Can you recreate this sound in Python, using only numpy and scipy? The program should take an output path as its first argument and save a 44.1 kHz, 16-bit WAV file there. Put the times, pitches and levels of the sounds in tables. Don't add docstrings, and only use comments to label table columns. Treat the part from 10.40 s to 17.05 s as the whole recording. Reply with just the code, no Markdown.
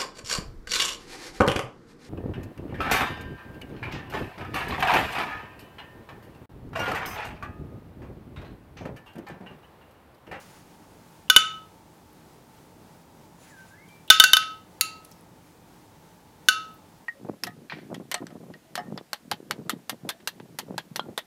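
import sys
import numpy as np
from scipy import signal
from scipy.fft import rfft, irfft
from scipy.io import wavfile
from scipy.ndimage import map_coordinates

SR = 44100
rng = np.random.default_rng(int(sys.argv[2]) if len(sys.argv) > 2 else 0)


def transcribe(u):
    v = np.clip(np.atleast_2d(u).T, -1, 1)
    q = np.round(v * 32767).astype(np.int16)
    wavfile.write(sys.argv[1], SR, q)


def boost(x):
    u = np.asarray(x, float) / 20
    return 10 ** u


N = 293265

# time to fall 60 dB in seconds, share sent to the walls in dB.
SPOON_BENDS = [(0.068, -17.5), (.06, -17), (0.026, -20)]


def clinks():
    # start in seconds, blow in dB, contact point along the spoon (0-1),
    # first and second rim mode of the bowl in dB.
    blows = [
        (0.8997, -3.5, .48, -23.5, -41.5),
        (0.963, 1, .7, -21.5, -45.5),
        (3.7018, 4, 0.53, -13.5, -28),
        (3.7991, 1, .72, -15, -32.5),
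        (3.8389, -1.5, 0.14, -31, -19.5),
        (3.9333, -2, .8, -20.5, -29.5),
        (3.9685, -8, .33, -24, -30.5),
        (4.4105, -6, 0.46, -32.5, -33.5),
        (6.0858, -3.5, 0.0045, -24, -28.5),
    ]
    # from in seconds, third bending mode in Hz, its lean against the second in dB,
    # third rim mode in dB over the blow, seconds until the sauce chokes the lowest rim mode.
    dips = [
        (0, 3518, -1.5, -30, 0.48),
        (3.6, 3575, 2.2, -32, 0.38),
        (4.3, 3610, -3, -27, 0.52),
        (6, 3560, -2.5, -27.5, 0.4),
    ]
    # node along the spoon (0-1), spoon lengths to the next node,
    # level halfway between in dB over the blow.
    nodes = [(1.25, 3, -1.5), (0.19, 3.3, 6), (0.12, 0.89, 4.5)]
    bend_pair_hz = [1508, 2958]
    shine_db = [-0.5, -0.5, -4]
    full_span = (4.2, 4.6)
    held_t60, free_t60 = 0.38, 0.64
    linger_s = 0.15
    bowl_wet_db, snap_lead_s = -20, 0.0004

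    out, t = np.zeros(N), np.arange(SR * 2 // 3) / SR
    rests = np.diff([row[0] for row in blows], append=N / SR)
    for (s, blow_db, place, first_db, second_db), rest in zip(blows, rests):
        _, third_hz, lean_db, third_rim_db, choke_s = [dip for dip in dips if dip[0] < s][-1]
        full = full_span[0] < s < full_span[1]

        bend_dbs = np.array([blow_db + db + 20 * np.log10(abs(np.sin(np.pi * (place - node) / span)) + 0.001)
                             for node, span, db in nodes])
        bend_dbs = bend_dbs - 24.5 * full + lean_db * np.array([0, -1, 1])
        pitch = 0.87 if full else 1 + 0.08 * abs(place) ** 6
        bend_hz = pitch * np.array([*bend_pair_hz, third_hz])

        tip_db = 4.5 * (0.5 - place)
        shine = np.add(shine_db, np.multiply(full, [4.5, -1, 4])) + [tip_db, 0, 0]
        thud_db = blow_db - 27.5 - 6 * full
        sent_db = 2.2 + 7 * full

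        t60, choke_s = (held_t60, 1) if rest < linger_s else (free_t60, choke_s)
        glass = bowl(t, [first_db, second_db, blow_db + third_rim_db], t60, choke_s, rest)
        knock = ring(t, 500, thud_db - 1.5, 0.03)
        steel, sent = spoon(t, blow_db, bend_dbs, bend_hz, shine, thud_db, sent_db)
        snap = place * ring(t, 11620, blow_db + 2, 0.0045)
        add(out, s - snap_lead_s, snap)
        add(out, s, glass + steel + knock)
        add(out, s, kitchen(boost(bowl_wet_db) * glass + sent))
    return out


def bowl(t, rim_dbs, lowest_t60, choke_s, rest):
    rim_hz = [1287, 2731, 4508, 6690, 9100]
    rim_t60 = [0.38, 0.21]
    # level against the third in dB, time to fall 60 dB in seconds.
    upper_rim = [(-7, 0.14), (-7, .15)]
    first_db, *dbs = rim_dbs
    choked_db = first_db + 1.2 * wobble(25)[:len(t)] - 60 * (t / choke_s) ** 5
    lowest = ring(t, rim_hz[0], choked_db, lowest_t60, attack=0.002)
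    rim = sum(ring(t, hz, db + 1.2 * wobble(25)[:len(t)], t60)
              for hz, t60, db in zip(rim_hz[1:], rim_t60, dbs))
    upper = sum(ring(t, hz, dbs[-1] + db, t60) for hz, (db, t60) in zip(rim_hz[-2:], upper_rim))
    damping = boost(-60 * np.maximum(t - rest, 0) / 0.071)
    return (lowest + rim + upper) * damping


def spoon(t, blow_db, bend_dbs, bend_hz, shine, thud_db, sent_db):
    tinkle_hz = [2015, 2385, 3780, 3980, 4185, 4520, 5350, 5510, 5760, 6240, 6670, 7180, 8940, 9450, 9900,
                 10350, 11190, 11850]
    tinkle_db = [-23.5, -25.5, -19, -20, -17.5, -13.5, -20, -18.5, -16, -11.5, -12.5, -18.5, -16.5, -16,
                 -13.5, -20, -20, -18.5]
    # frequency in Hz, level in dB.
    crack_colour = [(60, -31), (400, -20.5), (1000, -11), (2000, -6), (4200, 0.5), (7500, -8.5),
                    (8350, -19.5), (9300, -2), (12000, -5), (16000, -13)]
    tinkle_t60 = 0.032
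    crack_wet_db, tinkle_wet_db = -12, -2.5

    low_db, mid_db, high_db = shine
    colour = [(2500, 0), (4300, low_db), (6000, mid_db), (7600, mid_db), (8800, high_db)]
    bends = [ring(t, hz, db, t60, attack=0.00032)
             for hz, (t60, _), db in zip(bend_hz, SPOON_BENDS, bend_dbs)]
    tinkle = 0
    for hz, db in zip(tinkle_hz, tinkle_db):
        level_db = blow_db + along(colour, hz) + db + rng.normal(0, 1.1)
        tinkle = tinkle + ring(t, hz * (1 + 0.0052 * rng.normal()), level_db, tinkle_t60)
    grit = boost(-7.5 - 60 * t / 0.0046) + boost(-9.5 - 60 * t / 0.03)
    scrape = noise(lambda f: boost(along(crack_colour, f) + along(colour, f)), size=len(t))
    crack = boost(blow_db) * grit * scrape
    thud = boost(thud_db) * np.e * t / 0.0007 * np.exp(-t / 0.00008)
    sent = sum(boost(share_db + sent_db) * bend for (_, share_db), bend in zip(SPOON_BENDS, bends))
    sent = sent + boost(crack_wet_db) * (boost(tinkle_wet_db) * tinkle + crack)
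    return sum(bends) + tinkle + crack + thud, sent


def kitchen(sound):
    # frequency in Hz, time to fall 60 dB in seconds.
    room_t60 = [(200, .3), (1500, .38), (4500, .4), (6500, .33), (9500, .26), (12000, .17), (15000, .12)]
    hz, t, z = signal.stft(rng.standard_normal(SR * 2 // 3), SR, nperseg=256)
    fade = boost(-60 * t / along(room_t60, hz)[:, None])
    tail = signal.istft(z * fade, SR, nperseg=256)[1]
    tail = tail * np.clip(np.arange(len(tail)) / SR / 0.0088, 0, 1)
    return signal.fftconvolve(sound, tail / np.linalg.norm(tail))


def slide():
    # centre in seconds, length in seconds, level in dB.
    drags = [(3.026, 0.034, -59.5), (3.133, .06, -65), (3.3, .03, -65)]
    # frequency in Hz, width in Hz, level in dB.
    drag_tones = [(3900, 140, -1.5), (6080, 100, 1), (7030, 150, 3), (7700, 70, 1), (9700, 100, 0),
                  (10900, 120, -1)]
    tones = noise(lambda f: sum(boost(db) / (1 + ((f - hz) / w) ** 2) for hz, w, db in drag_tones))
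    return strokes(drags) * unit(boost(3 * wobble(60)) * tones)


def ticks(wet_db=-14):
    # start in seconds, peak in dB, centre in Hz, length in seconds, width as a log ratio.
    drips = [(0.881, -51.5, 2930, 0.021, 0.093), (1.731, -54.5, 12500, 0.0044, .3),
             (3.486, -53.5, 8560, 0.0069, .4), (3.487, -57.5, 3150, 0.013, 0.034),
             (3.679, -45.5, 3230, 0.039, 0.2), (3.677, -47.5, 11000, 0.0068, 0.65),
             (4.023, -30.5, 2400, 0.02, 0.5), (4.648, -39, 10400, 0.00495, 0.22),
             (4.651, -46, 4712, .008, 1), (4.713, -45, 12390, 0.0052, 0.32),
             (4.716, -48.5, 4500, 0.00607, .7), (4.722, -47.5, 5840, 0.00681, .2),
             (4.809, -49, 10700, 0.0041, .12), (6.058, -62, 5000, 0.016, 0.4),
             (6.34, -58, 13980, 0.031, .15)]
    out, t = np.zeros(N), np.arange(SR // 10) / SR
    for s, db, hz, length, width in drips:
        band = noise(lambda f: np.exp(-(np.log((f + 1) / hz) / width) ** 2), size=len(t))
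        burst = boost(db - 20 * t / length) * band
        add(out, s, burst)
        add(out, s, boost(wet_db) * kitchen(burst))
    return out


def sleeve():
    # centre in seconds, length in seconds, level in dB.
    brushes = [(-0.004, 0.2, -52.5), (0.551, .25, -61.5), (2.56, 0.012, -66.5), (2.897, 0.0875, -72),
               (3.041, .05, -58), (3.104, .03, -60), (3.199, 0.058, -61.5), (3.288, 0.046, -63),
               (5.093, 0.035, -60), (5.352, 0.034, -73), (5.535, 0.045, -68)]
    # frequency in Hz, density in dB per Hz.
    cloth_colour = [(300, 3.5), (1500, 9), (4000, 0.5), (5200, 2), (6300, 0), (6900, 3.5), (7500, -3),
                    (8300, -3), (10500, 0), (12500, -10), (15500, -5)]
    hiss = noise(lambda f: boost(along(cloth_colour, f)))
    return strokes(brushes) * unit(boost(2.1 * wobble(21)) * hiss)


def bird(wet_db=-6):
    # time in seconds, pitch in Hz, level in dB.
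    whistle = [
        [(3.05, 2017, -70), (3.088, 2072, -65), (3.132, 1677, -52.5), (3.166, 1559, -56), (3.29, 1531, -58.5),
         (3.332, 1612, -53.5), (3.366, 1783, -59.5), (3.378, 1698, -67)],
        [(3.372, 1800, -71), (3.38, 2015, -55.5), (3.44, 2240, -58.5), (3.46, 2298, -76), (3.494, 2345, -55.5),
         (3.626, 2344, -69.5), (3.64, 2390, -76.5)],
    ]
    t, song = np.arange(N) / SR, np.zeros(N)
    for s, hz, db in map(np.transpose, whistle):
        on = np.clip(np.minimum((t - s[0]) / 0.012, (s[-1] - t) / 0.02), 0, 1)
        level = boost(np.interp(t, s, db) + 0.5 + 1.8 * wobble(47))
        phase = 2 * np.pi * np.cumsum(np.interp(t, s, hz)) / SR
        song += on * level * np.sin(phase)
    return song + boost(wet_db) * kitchen(song)[:N]


def room_tone():
    # frequency in Hz, density in dB per Hz.
    air_colour = [(12, -57.5), (20, -28), (48, -8), (93, -7.5), (123, -6), (167, -1), (198, -7),
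                  (234, -2.5), (696, -9), (895, -4.5), (1000, -10.5), (1560, -18), (2130, -22), (2740, -25),
                  (15900, -33.5)]
    # frequency in Hz, width in Hz, rms level in dB.
    fridge_lines = [(100, 22, -64.5), (171, 26, -61.5), (307, 4, -70), (877, 29, -69)]
    low = noise(lambda f: boost(along(air_colour, f)) / (1 + (f / 1200) ** 2))
    low = low * boost(-2.0 + 0.41 * wobble(1.9) + 1.1 * wobble(5.3))
    high = noise(lambda f: boost(along(air_colour, f)) / (1 + (1200 / (f + 1)) ** 2))
    high = high * boost(-6 + 0.7 * wobble(12))
    lines = sum(boost(db + 0.5 * wobble(1.4)) * noise(lambda f: 1 / (1 + ((f - hz) / w) ** 2))
                for hz, w, db in fridge_lines)
    return boost(-53.5) * (low + high) + lines


def unit(x):
    return x / np.sqrt(np.mean(x ** 2) + 1e-20)


def along(points, hz):
    f, v = np.transpose(points)
    return np.interp(np.log(hz + 1), np.log(f + 1), v)


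def noise(gain, size=N):
    spectrum = rfft(rng.standard_normal(size)) * gain(np.fft.rfftfreq(size, 1 / SR))
    return unit(irfft(spectrum, size))


def wobble(rate):
    knots = rng.standard_normal(int(N * rate / SR) + 4)
    return map_coordinates(knots, [np.arange(N) * rate / SR])


def strokes(rows):
    t = np.arange(N) / SR
    return sum(boost(db) * np.exp(-((t - s) / length) ** 2) for s, length, db in rows)


def ring(t, hz, db, t60, attack=0.00018):
    return boost(db - 60 * t / t60) * (1 - np.exp(-t / attack)) * np.sin(2 * np.pi * hz * t)


def add(track, s, sound):
    part = track[round(s * SR):][:len(sound)]
    part += sound[:len(part)]


def scene():
    return (clinks() + slide() + ticks() + sleeve() + bird() + room_tone())[None]


def roll_off(x):
    return signal.sosfilt(signal.butter(12, 16070, fs=SR, output="sos"), x)


def record(dry):
    clipped = dry / (1 + np.abs(dry / 0.99) ** 12) ** (1 / 12)
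    return roll_off(clipped)


dry = scene()
out = record(dry)
transcribe(out)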